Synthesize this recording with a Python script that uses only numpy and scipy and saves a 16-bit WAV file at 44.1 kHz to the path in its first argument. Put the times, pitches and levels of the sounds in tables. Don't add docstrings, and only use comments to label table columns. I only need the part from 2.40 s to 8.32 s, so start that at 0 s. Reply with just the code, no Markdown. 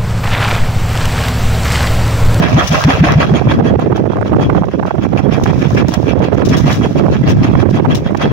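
import sys
import numpy as np
from scipy import signal
from scipy.fft import rfft, irfft, next_fast_len
from scipy.io import wavfile
from scipy.ndimage import uniform_filter1d, minimum_filter1d

SR = 44100
rng = np.random.default_rng(int(sys.argv[2]) if len(sys.argv) > 2 else 0)


def unload_audio(sound):
    columns = np.transpose(np.atleast_2d(sound))
    steps = np.round(np.clip(columns, -1, 1) * 32767)
    wavfile.write(sys.argv[1], SR, steps.astype(np.int16))


N = 261072
TIME = np.arange(N) / SR
BAND_EDGE_HZ = 15800
FIRST_FIRING_S = -.022

# (time [s], level [dB])
LEFT_WIND_LEVEL = [(0, -15), (.4, -26), (.6, -11.5), (.95, -18.5), (1.15, -9.5), (1.7, -19), (1.85, -10),
                   (2.12, -7), (2.3, -20.5), (2.85, -20.5), (3.03, -16), (3.2, -19), (3.37, -11.5),
                   (3.6, -29.5), (4.15, -9.5), (4.65, -13.5), (4.97, -2), (5.15, -15.5), (5.55, -8.5),
                   (5.72, -21.5), (5.9, -12.5)]
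# (time [s], level [dB], eddy rate before scaling [Hz])
RIGHT_WIND_COURSE = [(0, -3.5, 220.5), (0.301, -18.5, 220.3), (0.681, -17, 220.5), (.8, -1.5, 221.7),
                     (1, -7, 319.6), (1.3, -5.5, 339.5), (1.45, -11, 380.2), (1.65, -6, 399.6),
                     (2.198, -5.5, 400.1), (2.45, -11, 399.3), (2.8, -3, 320.5), (3.199, -1.5, 270.3),
                     (3.5, -6, 310.2), (3.85, -2.5, 400.9), (4.28, -5.5, 219.7), (4.651, -5, 381.8),
                     (4.921, -4.5, 219.3), (5.2, -1, 280.4), (5.5, -8.5, 309.7), (5.9, -6.5, 309.5)]
# (frequency [Hz], level [dB])
PORT_RESPONSE = [(15, -45), (30, -54), (50, -18), (80, -2.5), (130, 1), (250, -1), (600, 0.5), (1500, 2.5),
                 (4000, 7.5), (9000, -1)]
# (time [s], level [dB])
HARD_BUFFETS = [(1.022, -12), (1.396, -10.5), (1.526, -14), (1.579, -11.5), (1.663, -12), (1.721, -10.5),
                (1.861, -13), (1.937, -10.5), (1.999, -10.5), (2.1, -10), (2.152, -11.5), (2.242, -11),
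                (2.432, -11.5), (2.475, -13), (2.512, -10.5), (2.794, -13), (3.062, -7.5), (3.808, -14),
                (4.021, -11), (4.46, -11.5), (4.668, -11.5), (5.154, -11.5), (5.236, -9), (5.258, -9.5),
                (5.451, -8.5), (5.462, -8.5), (5.751, -8.5)]
# (time [s], level [dB])
BOW_WASH = [(0, -35), (.42, -26.5), (.6, -37), (1.0, -46), (1.4, -54.5), (2.85, -50.5), (2.96, -45.5),
            (3.35, -36.5), (3.45, -47.5), (3.65, -41.5), (3.9, -66), (4.2, -48), (4.33, -23.5), (4.4, -41),
            (4.75, -46.5), (5.9, -52.5)]
# (time [s], level [dB], decay time constant [s])
SPLASHES = [(.239, -38, 0.033), (.271, -10.5, 0.013), (0.285, -37, 0.013), (0.324, -16, 0.015),
            (0.721, -18.5, 0.0017), (1.56, -30, .006), (3.035, -22.5, 0.0058), (3.482, -22, 0.017),
            (3.538, -14.5, 0.0049), (3.79, -33.5, 0.0033), (3.937, -28, 0.014), (4.049, -24.5, 0.025),
            (4.087, -18.5, 0.013), (4.165, -20, 0.023), (4.89, -21.5, 0.017), (5.297, -27, .019),
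            (5.547, -16, 0.014), (5.771, -27, 0.0037)]
# (frequency [Hz], level per hertz [dB])
SPRAY_COLOUR = [(500, 0), (2000, 5.5), (4000, 5), (5500, 7.5), (8000, -9.5), (10500, -8), (13500, -16),
                (15500, -9), (16500, 14)]
# (time [s], level [dB], lowest mode [Hz])
HULL_KNOCKS = [(0.439, -8, 983)]
# (time [s], firing rate [firings per second])
ENGINE_SPEED = [(0, 6.48), (.5, 6.46), (.9, 6.62), (2.4, 6.54), (3, 6.68), (3.7, 6.6), (4.25, 6.81),
                (4.65, 6.49), (5.9, 6.4)]
# (time after firing [s], level [dB])
CYCLE_SHAPE = [(0, -12), (.024, -14.5), (.036, -6.5), (.05, 2.3), (.064, 5.3), (.078, 1), (.093, -2.3),
               (.108, -10), (.13, -13.5), (.17, -13.5)]
# (time [s], level [dB])
MACHINERY_LEVEL = [(0, -17), (.6, -15.5), (.9, -28), (1.05, -27.5), (1.35, -37.5), (1.81, -38.5),
                   (1.96, -32.5), (2.27, -43), (2.57, -37), (2.88, -30.5), (3.32, -29), (3.48, -32.5),
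                   (3.85, -31), (4.22, -23.5), (4.4, -31), (4.68, -33.5), (4.84, -26.5), (5.4, -30.5),
                   (5.61, -38), (5.77, -27)]
# (frequency [Hz], level per hertz [dB])
HISS_COLOUR = [(500, -13), (1500, -13), (2500, -1), (3300, 19.5), (4200, 0.5), (5500, 6.5), (6400, 5),
               (8000, -14), (10500, -4.5), (13500, -33), (15500, -20)]
# (frequency [Hz], level per hertz [dB])
CASING_COLOUR = [(25, -38), (70, 15), (150, 15), (300, -10), (430, 10), (690, 10.5), (870, 4), (1100, 7.5),
                 (1500, 5), (2300, 1.5), (3200, -7), (4300, -10.5), (5000, -11.5), (6500, -15), (8000, -55),
                 (10500, -29.5), (13500, -48), (15500, -24)]
# (frequency [Hz], level [dB], time to fall 60 dB [s])
RINGING_PARTS = [(734, -6.5, 0.1), (1467, 2.5, 0.033), (1607, -1, 0.091), (2016, -2, 0.21), (2347, 0, 0.1),
                 (2760, -3, 0.058), (2640, 0.5, 0.027), (3303, 0, 0.11), (3580, -6.5, 0.06)]
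# (time after firing [s], pitch [Hz], level [dB])
WHOOP_SWEEP = [(0, 88.7, -23.5), (.008, 100.7, -8), (0.015, 128, -1), (0.031, 177, -6.5),
               (0.037, 212, -13.5), (0.043, 266, -7), (0.065, 305, -16.5), (0.076, 340, -39),
               (0.089, 353, -67)]
# (time [s], level [dB])
WHOOP_LEVEL = [(0, 2), (.14, 5), (.29, 3), (.44, 9.5), (.62, 10), (.76, 3), (.9, -1), (1.06, -1.5),
               (1.5, -7), (2.3, -23), (3.0, -7), (3.65, -5.5), (3.93, -2.5), (4.22, 1.5), (4.4, -9),
               (4.67, -22.5), (4.84, -7.5), (5.14, -5.5), (5.3, 3), (5.46, -28), (5.8, -17)]
# (delay [s], level [dB])
EXHAUST_ECHOES = [(0.0118, -16.5), (.026, -11)]


def amp(db):
    return 10 ** (np.asarray(db) / 20)


def unit(x):
    return x / np.sqrt(np.mean(x ** 2) + 1e-20)


def along(curve, s):
    return np.interp(s, *np.transpose(curve))


def colour(x, points):
    hz, db = np.transpose(points)
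    size = next_fast_len(N + 4096)
    f = np.fft.rfftfreq(size, 1 / SR)
    gain = amp(np.interp(np.log(f + 1), np.log(hz), db))
    return irfft(rfft(x, size) * gain, size)[..., :N]


def wander(hz):
    lowpass = signal.butter(2, hz, fs=SR, output="sos")
    settled = signal.sosfilt(lowpass, rng.standard_normal(2 * N))[N:]
    return unit(settled)


def add(mix, s, sound):
    start = round(s * SR)
    sound = sound[max(-start, 0):]
    part = mix[max(start, 0):][:len(sound)]
    part += sound[:len(part)]


def scattered(x, t60, share):
    t = np.arange(SR // 25) / SR
    taps = rng.standard_normal(len(t)) * amp(-60 * t / t60)
    return x + share * signal.oaconvolve(x, taps / np.linalg.norm(taps))[:N]


def fast_air(calm_hz=220, full_hz=380):
    s, _, hz = np.transpose(RIGHT_WIND_COURSE)
    return np.clip((np.interp(TIME, s, hz) - calm_hz) / (full_hz - calm_hz), 0, 1)


def eddies(hz, fine_db=-21):
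    steps = 32
    place = np.cumsum(hz) * steps / SR
    white = rng.standard_normal(int(place[-1]) + 2)
    coarse = unit(signal.lfilter(*signal.butter(3, 2 / steps), white))
    fine = unit(signal.lfilter(*signal.butter(2, 4 / steps), white[::-1]))
    return np.interp(place, np.arange(len(white)), coarse + amp(fine_db) * fine)


def gusts(db, hz, flutter_hz, flutter_db, brightening):
    flutter = 2 * np.tanh(wander(flutter_hz) / 2)
    rumble = eddies(hz * np.exp(brightening * flutter)) * amp(flutter_db * flutter)
    return amp(db) * unit(colour(rumble, PORT_RESPONSE))


def pops(level, per_s=24, width=0.00049):
    t = np.arange(-SR // 200, SR // 200) / SR
    out = np.zeros(N)
    for when, size, span in rng.random((int(per_s * N / SR), 3)):
        u = t / (width * (.5 + span))
        height = np.sign(size - .5) * (.5 + abs(size - .5))
        add(out, when * N / SR, height * (1 - u ** 2) * np.exp(-u ** 2 / 2))
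    return level * out


def wind(left_db=-1, right_db=-2.5, left_hz=200, rate_share=.82, pop_db=9, surge_db=3.4, surges_per_s=6):
    s, *columns = np.transpose(RIGHT_WIND_COURSE)
    right, hz = (np.interp(TIME, s, c) for c in columns)
    right = right + surge_db * wander(surges_per_s)
    popping = pops(amp(right + pop_db) * fast_air())
    left_rumble = gusts(along(LEFT_WIND_LEVEL, TIME) + left_db, left_hz,
                        flutter_hz=21.69, flutter_db=4.5, brightening=.3)
    right_rumble = gusts(right + right_db, hz * rate_share,
                         flutter_hz=44.16, flutter_db=5.5, brightening=.34)
    return np.array([left_rumble, right_rumble + popping])


def buffets(lesser_db=-15, click_db=-14, click_s=0.00013, click_left_db=-5):
    level_db, spread_db = 1.8, 4
    width = .0035
    flap_hz, scatter, uneven = 720, .5, .3
    tries_per_s = 7
    rush = fast_air()
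    lesser = [(when * N / SR, lesser_db + spread_db * (size - .5))
              for when, size, luck in rng.random((int(tries_per_s * N / SR), 3))
              if luck < rush[int(when * N)]]
    t = np.arange(-SR // 50, SR // 50) / SR
    level, crests = np.zeros((2, N))
    for s, db in HARD_BUFFETS + lesser:
        add(level, s + t[0], amp(db) * np.exp(-(t / width) ** 2 / 2))
        add(crests, s + t[0], amp(db) * np.exp(-abs(t) / click_s))
    hz = flap_hz * (.6 + 1.9 * level) * np.exp(scatter * 2 * np.tanh(wander(800) / 2))
    flap = np.sin(2 * np.pi * np.cumsum(hz) / SR) * (1 + uneven * wander(360))
    flapping = amp(level_db) * level * unit(flap)
    clicks = crests * unit(signal.lfilter(*signal.butter(1, 2000, fs=SR), rng.standard_normal(N)))
    return np.outer([0, 1], flapping) + amp(click_db) * clicks * amp([[click_left_db], [0]])


def spray(level_db=2, grain_db=4, right_db=-4, rise=0.00048,
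          stray_db=-37, stray_spread_db=12, stray_decay=0.002):
    strays_per_s = 3
    strays = [(when * N / SR, stray_db + stray_spread_db * (size - .5), stray_decay)
              for when, size in rng.random((int(strays_per_s * N / SR), 2))]
    level = amp(along(BOW_WASH, TIME))
    t = np.arange(SR // 2) / SR
    for s, db, decay in SPLASHES + strays:
        onset = 1 - np.exp(-t / (rise + 0.09 * decay))
        add(level, s, amp(db + level_db) * np.exp(-t / decay) * onset)
    grain = unit(amp(grain_db * wander(740)))
    drops = level * rng.standard_normal((2, N)) * grain
    drops = np.array([scattered(port, .01, .7) for port in drops])
    return colour(drops, SPRAY_COLOUR) * amp([[0], [right_db]])


def knocks(level_db=0, decay=0.0026, right_db=-3, crack_db=-5):
    t = np.arange(SR // 16) / SR
    wet_band = signal.butter(2, [1500, 5000], "band", fs=SR)
    out = np.zeros(N)
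    for s, db, hz in HULL_KNOCKS:
        planks = sum(np.sin(2 * np.pi * hz * k * t) / k for k in (1, 1.23, 1.9, 2.8))
        crack = unit(signal.lfilter(*wet_band, rng.standard_normal(len(t))))
        add(out, s, amp(db + level_db) * np.exp(-t / decay) * (planks + amp(crack_db) * crack))
    return out * amp([[0], [right_db]])


def firings():
    cycles = np.cumsum(along(ENGINE_SPEED, TIME + FIRST_FIRING_S)) / SR
    return FIRST_FIRING_S + np.interp(np.arange(int(cycles[-1]) + 1), cycles, TIME)


def cycle_level(depth):
    starts = firings()
    fired = starts[np.searchsorted(starts, TIME) - 1]
    db = along(MACHINERY_LEVEL, fired) + depth * along(CYCLE_SHAPE, TIME - fired)
    return uniform_filter1d(amp(db), size=300)


def gas_hiss(level_db=-13):
    jet = np.array([scattered(port, .012, .8) for port in rng.standard_normal((2, N))])
    return amp(level_db) * cycle_level(depth=1.9) * unit(colour(jet, HISS_COLOUR))


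def clatter(level_db=7, ticks_per_s=600, tick_share=0.93):
    ring_db = -9.5
    ticks = unit(rng.standard_normal(N) * (rng.random(N) < ticks_per_s / SR))
    t = np.arange(SR // 8) / SR
    out = []
    for port in range(2):
        drive = rng.standard_normal(N) + tick_share * ticks * rng.choice([-1, 1], N)
        modes = 0
        for hz, db, t60 in RINGING_PARTS:
            tone = np.sin(2 * np.pi * (hz * t + rng.random()))
            modes = modes + amp(db - 60 * t / t60) / np.sqrt(t60) * tone
        casing = colour(scattered(drive, .02, .5), CASING_COLOUR)
        ringing = signal.oaconvolve(drive, modes)[:N]
        out.append(unit(casing) + amp(ring_db) * unit(ringing))
    return amp(level_db) * cycle_level(depth=0.8) * np.array(out)


def patchy(x, spread_db):
    z = signal.stft(x, nperseg=256)[2]
    patches = uniform_filter1d(rng.standard_normal(z.shape[1:]), size=3, axis=0)
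    patches = uniform_filter1d(patches, size=8, axis=1)
    return signal.istft(z * amp(spread_db * unit(patches)), nperseg=256)[1][:, :N]


def exhaust(level_db=-1, pitch_spread=0.033, rough=0.5, waver=0.14):
    age, hz, db = np.transpose(WHOOP_SWEEP)
    t = np.arange(0, age[-1], 1 / SR)
    out = np.zeros(N)
    for s in firings():
        bend, swell = (np.interp(t, np.linspace(0, t[-1], len(knots)), knots)
                       for knots in rng.standard_normal(size=(2, 18)))
        pitch = np.interp(t, age, hz) * (1 + pitch_spread * rng.standard_normal() + waver * bend)
        level = amp(along(WHOOP_LEVEL, s) + np.interp(t, age, db)) * (1 + rough * swell)
        add(out, s, level * np.sin(2 * np.pi * np.cumsum(pitch) / SR))
    return amp(level_db) * out


def pipe(bark_db=-5, bark_width_hz=220):
    bark_hz = 640
    whoop = exhaust()
    out = whoop.copy()
    for delay, db in EXHAUST_ECHOES:
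        add(out, delay, amp(db) * whoop)
    edges = [bark_hz - bark_width_hz / 2, bark_hz + bark_width_hz / 2]
    band = signal.butter(2, edges, "band", fs=SR, output="sos")
    bark = unit(signal.sosfilt(band, rng.standard_normal(N)))
    return out + amp(bark_db) * cycle_level(depth=.9) * bark


def scene(exhaust_right_db=0.0, clatter_right_db=1.5):
    air = wind() + buffets()
    sea = spray() + knocks()
    machinery = patchy(clatter() + gas_hiss(), spread_db=2.8)
    engine = pipe() * amp([[0], [exhaust_right_db]]) + machinery * amp([[0], [clatter_right_db]])
    return air + sea + engine


def record(dry, recovery_db_per_s=330):
    ceiling_db = .25
    over_db = np.maximum(20 * np.log10(abs(dry).max(0) + 1e-9) - ceiling_db, 0)
    held_db = -minimum_filter1d(-over_db, size=16)
    fall = TIME * recovery_db_per_s
    duck_db = uniform_filter1d(np.maximum.accumulate(held_db + fall) - fall, size=16)
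    limited = np.clip(dry * amp(-duck_db), -1, 1)
    lowpass = signal.firwin(401, BAND_EDGE_HZ, window=("kaiser", 8), fs=SR)
    return signal.oaconvolve(limited, lowpass[None], "same")


dry = scene()
out = record(dry)
unload_audio(out)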